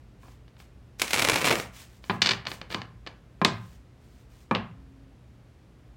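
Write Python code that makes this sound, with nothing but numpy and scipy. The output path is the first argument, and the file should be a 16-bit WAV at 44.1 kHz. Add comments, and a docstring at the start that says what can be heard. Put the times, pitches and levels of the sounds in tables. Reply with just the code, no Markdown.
"""A bedroom, at a wooden table: a deck of stiff cards is shuffled close to the microphone.
Two packets riffle off the thumbs as bursts of filtered noise, then push together in clacks and slides.
The squared deck is knocked twice on the table, its blows ringing the modes of the wood.
Loose cards drop level just after each knock, with a crack, a thud and rebounds.
Dense reflections surround the deck; rumble, mains hum and a brief faint tone lie underneath."""
import sys
import numpy as np
from scipy import signal
from scipy.fft import rfft, irfft
from scipy.io import wavfile
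from scipy.ndimage import uniform_filter1d

SR = 44100
rng = np.random.default_rng(int(sys.argv[2]) if len(sys.argv) > 2 else 0)


def persist_wave(psi):
    """Save psi, clipped to +-1, as 16-bit WAV."""
    counts = np.round(np.clip(psi, -1, 1) * 32767).astype(np.int16)
    wavfile.write(sys.argv[1], SR, np.atleast_2d(counts).T)


N = 262836
TIME = np.arange(N) / SR
CUTOFF_HZ = 16000


def from_db(db):
    """Decibels to gain."""
    return 10 ** (np.asarray(db) / 20)


def unit_energy(x):
    """Each row scaled to a sum of squares of one."""
    return x / np.sqrt(np.sum(x ** 2, axis=-1, keepdims=True) + 1e-20)


def at_hz(points, hz):
    """Read a table on a log-frequency axis."""
    known_hz, values = np.transpose(points)
    return np.interp(np.log(np.maximum(hz, 1)), np.log(known_hz), values)


def level_curve(rows):
    """Gain at every sample from rows of (time [s], level [dB])."""
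    return from_db(np.interp(TIME, *np.transpose(rows)))


def table(*columns):
    """Rows from columns; a single number serves every row."""
    return np.column_stack(np.broadcast_arrays(*columns))


def causal_filter(x, gain):
    """Minimum-phase filter with the given gain per frequency: nothing sounds early."""
    cepstrum = irfft(np.log(gain))
    lag = np.arange(x.shape[-1])
    fold = np.where(lag == 0, 1, 2 * (lag < len(lag) / 2))
    return irfft(rfft(x) * np.exp(rfft(cepstrum * fold)))


def coloured_noise(tone, grain=1):
    """Noise of rms one with a given spectrum, driven in bursts by the grain envelope."""
    gain = from_db(at_hz(tone, np.fft.rfftfreq(N, 1 / SR)))
    driven = rng.standard_normal(N) * grain
    return np.sqrt(N) * unit_energy(causal_filter(driven, gain))


# still air of the house: (frequency [Hz], relative level per Hz [dB])
AIR_TONE = [(25, -24.5), (38, -9), (54, 9), (90, -2), (130, -4), (220, -8), (400, -14.5), (900, -23.5),
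            (2400, -29.5), (5000, -37), (10000, -45), (15000, -50.5)]


def house(tone_hz=270):
    """Low rumble and mains hum lie under everything; a faint tone swells for a moment."""
    rumble = from_db(-52.5) * coloured_noise(AIR_TONE)
    hum = from_db(-56) * np.sin(2 * np.pi * 120 * TIME)
    # rows of (time [s], level [dB])
    swell = level_curve([(4.6, -100), (4.78, -57), (5.0, -55.5), (5.13, -58.5), (5.25, -100)])
    return rumble + hum + swell * np.sin(2 * np.pi * tone_hz * TIME)


def grains(per_s, spread_db, decay_s):
    """Envelope of many tiny contacts at random moments, of uneven size."""
    sizes = from_db(spread_db * np.clip(rng.standard_normal(N), -2, 2))
    hits = rng.random(N) < per_s / SR
    power_decay = np.exp(-2 / (decay_s * SR))
    power = signal.lfilter([1], [1, -power_decay], hits * sizes ** 2 + 1e-12)
    return np.sqrt(power)


STROKE_ATTACK_S, STROKE_SWELL_DB, STROKE_RELEASE_S = .035, 3, 0.031


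def stroke(start, end, db):
    """Gain of one slide: it sets in, swells as the hand speeds up, and dies."""
    attack = np.clip((TIME - start) / STROKE_ATTACK_S, 0, 1)
    swell = level_curve([(start, db - STROKE_SWELL_DB), (end, db)])
    release = np.exp(-np.minimum(np.maximum(TIME - end, 0) / STROKE_RELEASE_S, 20))
    return attack * swell * release


# card faces stroking each other and skin: (start [s], end [s], level before the common trim [dB])
STROKES = [(0.188, 0.322, -65), (0.572, 0.605, -58), (0.982, 1.6, -41), (1.72, 1.821, -51),
           (1.872, 1.972, -66.5), (2.017, 2.143, -58.5), (2.203, 2.326, -56), (2.459, 2.533, -49),
           (2.691, 2.712, -47.5), (3.47, 3.749, -65), (3.99, 4.22, -70.5), (4.28, 4.425, -66)]
# colour of the rubbing: (frequency [Hz], relative level per Hz [dB])
RUB_TONE = [(200, -6.5), (1000, 4), (2500, 7), (5000, 4.5), (8000, 1.5), (11500, -5.5), (15000, -2)]


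def sliding():
    """Card faces rub with a fine, even, bright friction grain."""
    friction = grains(per_s=3000, spread_db=3, decay_s=.001)
    strokes = sum(stroke(*row) for row in STROKES)
    return from_db(1.8) * strokes * coloured_noise(RUB_TONE, friction)


def contacts(rows, tone, chatter, size=4096):
    """Each contact is a sudden burst of micro-impacts that dies within milliseconds in the damped card."""
    # rows of (time [s], energy as rms over 1 ms [dB], tilt [dB per octave], decay before chatter [s])
    start, level_db, tilt_db, decay_s = np.transpose(rows)
    age, hz = np.arange(size) / SR, np.fft.rfftfreq(size, 1 / SR)
    fade = np.exp(-age / np.maximum(chatter * decay_s, 1e-4)[:, None])
    bursts = rng.standard_normal((len(rows), size)) * fade
    # impacts this short are broadband: each burst is evened out, keeping only its own narrow peaks
    ripple = np.sqrt(uniform_filter1d(np.abs(rfft(bursts)) ** 2, size=55, axis=-1))
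    octaves = np.log2(np.clip(hz, 500, 7000) / 2000)
    colour = from_db(at_hz(tone, hz) + tilt_db[:, None] * octaves)
    sounds = causal_filter(bursts, colour / ripple)
    out = np.zeros(N + size)
    for s, db, sound in zip(start, level_db, unit_energy(sounds)):
        out[round(s * SR):][:size] += from_db(db) * np.sqrt(SR / 1000) * sound
    return out[:N]


# modes of the table top: (frequency [Hz], relative level [dB], 60 dB decay time [s])
WOOD_MODES = [(113.9, -8, 0.23), (185.6, -3, 0.11), (229, -5.5, 0.099), (321.6, -5.5, 0.033),
              (389.4, -9.5, 0.16), (674, -10.5, 0.033), (873, -6.5, 0.018), (1041, -2.5, 0.07),
              (1100, -5, 0.082), (1350, -6, 0.0096), (1673, -1.5, 0.034), (2400, -7.5, 0.028)]


def table_top(rows, strike_db, uneven_db=2):
    """Blows set the modes of the wood ringing, each blow with its own mix of them."""
    at, out = [round(row[0] * SR) for row in rows], np.zeros(N)
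    mix_db = uneven_db * rng.standard_normal((len(rows), len(WOOD_MODES)))
    blow_db = np.array(rows)[:, [1]] + strike_db + mix_db
    for k, (hz, db, t60) in enumerate(WOOD_MODES):
        blows = np.full(N, 1e-18)
        blows[at] = from_db(blow_db[:, k] + db) * (-1) ** k
        # two-pole resonator: pole radius from the decay, pole angle from the pitch
        r, w = from_db(-60 / (t60 * SR)), 2 * np.pi * hz / SR
        out += signal.lfilter([1, -1], [1, -2 * r * np.cos(w), r * r], blows)
    return out


# colour of a dull blow: (frequency [Hz], relative level per Hz [dB])
THUD_TONE = [(30, -36), (90, -7.5), (190, 5), (480, -3.5), (700, 1.5), (1200, 4.5), (1800, -19.5),
             (2450, -8.5), (4000, -26), (7000, -37), (15000, -62.5)]


def thud(rows):
    """A dull blow of the deck that rings the table."""
    blow = from_db(-0.7) * contacts(rows, THUD_TONE, chatter=0.79)
    return blow + table_top(rows, strike_db=-12)


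# colour of a crack: (frequency [Hz], relative level per Hz [dB])
CRACK_TONE = [(30, -32.5), (130, -0.5), (320, -7.5), (600, -6), (1100, -5.5), (1900, -0.5), (2900, -3.5),
              (4000, -1.5), (5200, -6), (6300, -14.5), (9000, -15), (15500, -19)]


def crack(rows, top_hz):
    """Cards land almost together; the more evenly they land, the higher the crack reaches."""
    softness = signal.butter(4, min(top_hz, CUTOFF_HZ), fs=SR, output="sos")
    landing = signal.sosfilt(softness, contacts(rows, CRACK_TONE, chatter=0.99))
    return from_db(-1.2) * landing + table_top(rows, strike_db=-17.5)


# the deck meeting the table: (time [s], energy before trim as rms over 1 ms [dB],
# time until its full weight is down [s], share of the edge's crack [dB])
THUDS = [(0.232, -45, 0.021, -14), (0.282, -48.5, 0.0041, -4), (1.608, -45, 0.0026, -6),
         (2.097, -17, 0.012, 2.5), (2.7452, -24.5, 0.0019, -9), (3.4156, -15, .005, -6),
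         (4.5111, -13, 0.00342, -11.5)]
# tilts in dB per octave; CRACK_SHARE is a fraction of the time until the weight is down
CRACK_TILT_DB, CRACK_TOP_HZ, CRACK_SHARE = 0, 3700, 0.72
# the weight's decay is given before the chatter factor
TOUCH_DB, TOUCH_TILT_DB, WEIGHT_TILT_DB, WEIGHT_S = 1.5, -0.5, -4, 0.011


def knocks():
    """The deck touches down with a crack, then its whole weight lands dully."""
    s, db, settle_s, crack_db = np.transpose(THUDS)
    touch_s = CRACK_SHARE * settle_s
    edge = crack(table(s, db + crack_db, CRACK_TILT_DB, touch_s), CRACK_TOP_HZ)
    touch = thud(table(s, db + TOUCH_DB, TOUCH_TILT_DB, touch_s))
    weight = thud(table(s + settle_s, db, WEIGHT_TILT_DB, WEIGHT_S))
    return edge + touch + weight


def uneven_run(start, end, per_s, spread_db, jitter=.3, count=90):
    """Times and level offsets of contacts that follow each other at a roughly steady rate."""
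    late, size = np.clip(rng.standard_normal((count, 2)), -2, 2).T
    s = start + (np.arange(count) + .5 + jitter * late) / per_s
    return s[s < end], spread_db * size[s < end]


def resonate(x, resonances):
    """Lift narrow bands, which then ring briefly."""
    for hz, width_hz, lift_db in resonances:
        band = signal.lfilter(*signal.iirpeak(hz, hz / width_hz, fs=SR), x)
        x = x + (from_db(lift_db) - 1) * band
    return x


# card edges catching and letting go:
# (time [s], energy before trim as rms over 1 ms [dB], chatter decay before its factor [s])
EDGES = [(.3224, -58, .002), (.4799, -49, 0.0066), (.5666, -49.5, 0.0032), (.6011, -40.5, 0.005),
         (2.0408, -36.5, 0.0019), (2.2186, -6, 0.0073), (2.26, -10.5, 0.0043), (2.271, -13.5, .002),
         (2.2906, -12.5, .002), (2.3113, -17, .002), (2.3342, -21, 0.0013), (2.4697, -20, 0.0011),
         (2.5165, -24, 0.0023), (2.615, -27, 0.0021), (2.7246, -25, .005), (2.7454, -19, 0.0023),
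         (2.8177, -27, .0015), (3.0647, -31, .004), (3.0724, -27, .004)]
# pushes that make the edges stick and slip: (start [s], end [s], energy of a slip before trim [dB])
PUSHES = [(2.242, 2.279, -21), (2.292, 2.32, -15.5), (2.446, 2.498, -30.5), (2.697, 2.744, -31)]
# colour of an edge: (frequency [Hz], relative level per Hz [dB])
EDGE_TONE = [(30, -38), (140, -4), (400, -3), (800, -1.5), (1400, 0), (2600, 0.5), (4800, -1),
             (5900, -11.5), (8000, -21), (11000, -38), (15500, -43.5)]
# resonances of the interleaved packets: (frequency [Hz], width [Hz], lift [dB])
PACKET = [(1740, 76, 5), (2300, 160, 4.5), (2963, 81, 6), (3555, 280, 4.5), (4290, 150, 5), (4700, 240, 3),
          (6120, 490, 2.5)]
SLIPS_PER_S, SLIP_SPREAD_DB, SLIP_S = 90, 0, 0.0031
# harder catches are brighter [dB per octave]
SOFT_CATCH_TILT_DB, HARD_CATCH_TILT_DB = -3, 3


def squaring():
    """Interleaved edges catch and let go as the packets are pressed into one deck."""
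    catches = [EDGES]
    for start, end, slip_db in PUSHES:
        s, uneven_db = uneven_run(start, end, SLIPS_PER_S, SLIP_SPREAD_DB)
        catches.append(table(s, slip_db + uneven_db, SLIP_S))
    s, db, decay_s = np.vstack(catches).T
    tilt_db = np.interp(db, [-27, -9], [SOFT_CATCH_TILT_DB, HARD_CATCH_TILT_DB])
    rows = table(s, db, tilt_db, decay_s)
    clacks = from_db(-2.0) * contacts(rows, EDGE_TONE, chatter=0.93)
    return resonate(clacks, PACKET) + table_top(rows, strike_db=-21.5)


# the loudest cards snapping off the thumbs:
# (time [s], energy before trim as rms over 1 ms [dB], chatter decay [s])
SNAPS = [(.9967, -21, 0.0054), (1.0177, -9, 0.0028), (1.0798, -24, 0.0021), (1.1068, -18, .005),
         (1.1326, -9.5, 0.0029), (1.1415, -12, 0.0027), (1.1823, -17, 0.0014), (1.1942, -11, 0.0027),
         (1.2218, -9.5, 0.003), (1.2491, -10, 0.0022), (1.2871, -9.5, 0.00073), (1.2971, -7.5, 0.0023),
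         (1.3373, -18.5, .006), (1.3581, -10, 0.0039), (1.4144, -19.5, 0.0012), (1.4446, -11.5, 0.0038),
         (1.4739, -12, 0.0053), (1.5103, -8, 0.0077), (1.5252, -10.5, 0.0036), (1.5553, -15.5, .0012),
         (1.5988, -18.5, 0.0025)]
# how hard the packets run off the thumbs, in two surges: (time [s], level before trim [dB])
FLOW = [(.995, -48), (1.04, -36.5), (1.1, -76), (1.15, -30), (1.24, -30.5), (1.33, -27), (1.41, -36),
        (1.45, -24.5), (1.51, -25.5), (1.55, -42.5), (1.66, -49), (1.9, -120)]
# colour of a snap: (frequency [Hz], relative level per Hz [dB])
SNAP_TONE = [(30, -28), (120, -2.5), (350, 2), (700, 0.5), (1300, 0), (1850, -0.5), (2300, 0.5), (3300, -2),
             (6000, -9), (10000, -13.5), (15500, -22.5)]
# resonances of a bent card: (frequency [Hz], width [Hz], lift [dB])
CARD = [(2260, 200, 6), (2730, 33, 4.5), (4150, 250, 2), (5500, 300, 2)]
RIFFLE_START_S, RIFFLE_END_S = .996, 1.6
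# lighter cards leave at a nearly steady rate, this far above the flow
CARDS_PER_S, CARD_DB, CARD_SPREAD_DB, LIGHT_SNAP_S = 70, 12, 1, 0.002
# snaps grow duller as the pile thickens [dB per octave]
FIRST_TILT_DB, LAST_TILT_DB = 2.5, -2.5
# a light card that slips harder is duller [dB per octave]
CARD_TILT_SPREAD_DB = -2.5


def riffle():
    """Loud snaps among a run of lighter cards and flicks; the falling cards patter on the wood."""
    light_s, uneven_db = uneven_run(RIFFLE_START_S, RIFFLE_END_S, CARDS_PER_S, CARD_SPREAD_DB)
    light_db = np.interp(light_s, *np.transpose(FLOW)) + CARD_DB + uneven_db
    s, db, decay_s = np.vstack([SNAPS, table(light_s, light_db, LIGHT_SNAP_S)]).T
    tilt_db = np.interp(s, [RIFFLE_START_S, RIFFLE_END_S], [FIRST_TILT_DB, LAST_TILT_DB])
    tilt_db[len(SNAPS):] += CARD_TILT_SPREAD_DB * uneven_db / CARD_SPREAD_DB
    rows = table(s, db, tilt_db, decay_s)
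    snaps = from_db(-2.5) * contacts(rows, SNAP_TONE, chatter=1.0)
    flow = level_curve(FLOW) * (TIME > RIFFLE_START_S)
    flutter = grains(per_s=200, spread_db=4, decay_s=.0009)
    flicks = from_db(-5.5) * flow * coloured_noise(SNAP_TONE, flutter)
    return resonate(snaps + flicks, CARD) + table_top(rows, strike_db=-34.0)


# blocks of loose cards dropping flat on the wood: (time [s], energy before trim as rms over 1 ms [dB],
# top of the crack [Hz], ring of the block [Hz], its lift [dB], rebound after [s],
# loss on the first rebound [dB])
SLAPS = [(3.4482, -5, 7350, 3656, 4.5, .0122, 14), (4.5497, -17, 4500, 2810, 8.5, 0.0085, 1.5)]
# decays before the chatter factors, tilts in dB per octave
SLAP_S, SLAP_TILT_DB, REBOUND_TILT_DB, BLOCK_WIDTH_HZ = 0.0032, 1, -6.5, 600
# a dull thud follows each drop
DROP_THUD_DB, DROP_THUD_AFTER_S, DROP_THUD_TILT_DB, DROP_THUD_S = -6.5, .0032, 2.5, .0035


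def slaps(count=3):
    """A loose block drops, rings and rebounds twice, duller and ever weaker."""
    out, bounce = 0, np.arange(count)
    tilt_db = np.where(bounce, REBOUND_TILT_DB, SLAP_TILT_DB)
    for s, db, top_hz, ring_hz, ring_db, rebound_s, loss_db in SLAPS:
        rows = table(s + rebound_s * bounce, db - loss_db * bounce ** 2, tilt_db, SLAP_S)
        out = out + resonate(crack(rows, top_hz), [(ring_hz, BLOCK_WIDTH_HZ, ring_db)])
        drop = (s + DROP_THUD_AFTER_S, db + DROP_THUD_DB, DROP_THUD_TILT_DB, DROP_THUD_S)
        out = out + thud([drop])
    return out


def cards():
    """Everything the hands do with the deck, as radiated in one direction."""
    return sliding() + knocks() + squaring() + riffle() + slaps()


# reverberant over direct sound: (frequency [Hz], level [dB])
WALLS_DB = [(100, 2), (300, -3), (1000, -3.5), (2500, -8.5), (4500, -12), (8000, -3), (15000, -12.5)]
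# dying away of the room: (frequency [Hz], 60 dB decay time [s])
WALLS_T60 = [(100, 0.69), (300, 0.22), (1200, .42), (4000, 0.28), (14000, 0.09)]


def bedroom(x, first_echo_s=0.0029, build_s=0.00046):
    """Dense reflections build up just after the direct sound and die fastest in the treble."""
    age = np.arange(SR * 3 // 4) / SR
    edges = 45 * 2 ** np.arange(0, 8.6, .5)  # half-octave bands
    build_up = 1 - np.exp(-np.maximum(age - first_echo_s, 0) / build_s)
    white = rng.standard_normal((2, len(age))) * build_up
    echoes = 0
    for k, (low, high) in enumerate(zip(edges, edges[1:])):
        hz, share = np.sqrt(low * high), 2 * (high - low) / SR
        band_pass = signal.butter(2, [low, high], "band", fs=SR, output="sos")
        band = signal.sosfilt(band_pass, white[k % 2])
        fade = from_db(-60 * age / at_hz(WALLS_T60, hz))
        gain = np.sqrt(share) * from_db(at_hz(WALLS_DB, hz))
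        echoes = echoes + gain * unit_energy(band * fade)
    return signal.fftconvolve(x, echoes)[:N]


def walls(count=3):
    """Each wall gets sound that left the cards in another direction, with fine detail of its own."""
    return sum(bedroom(cards()) for _ in range(count)) / np.sqrt(count)


def scene():
    """Direct sound close to the microphone, its reflections and the quiet house."""
    return (house() + cards() + walls())[None]


def record(dry):
    """The highest peaks are rounded towards a ceiling and the top is cut steeply."""
    ceiling = .85
    rounded = dry / (1 + (dry / ceiling) ** 4) ** .25
    top_cut = signal.ellip(10, .1, 80, CUTOFF_HZ, fs=SR, output="sos")
    return signal.sosfilt(top_cut, rounded)


dry = scene()
out = record(dry)
persist_wave(out)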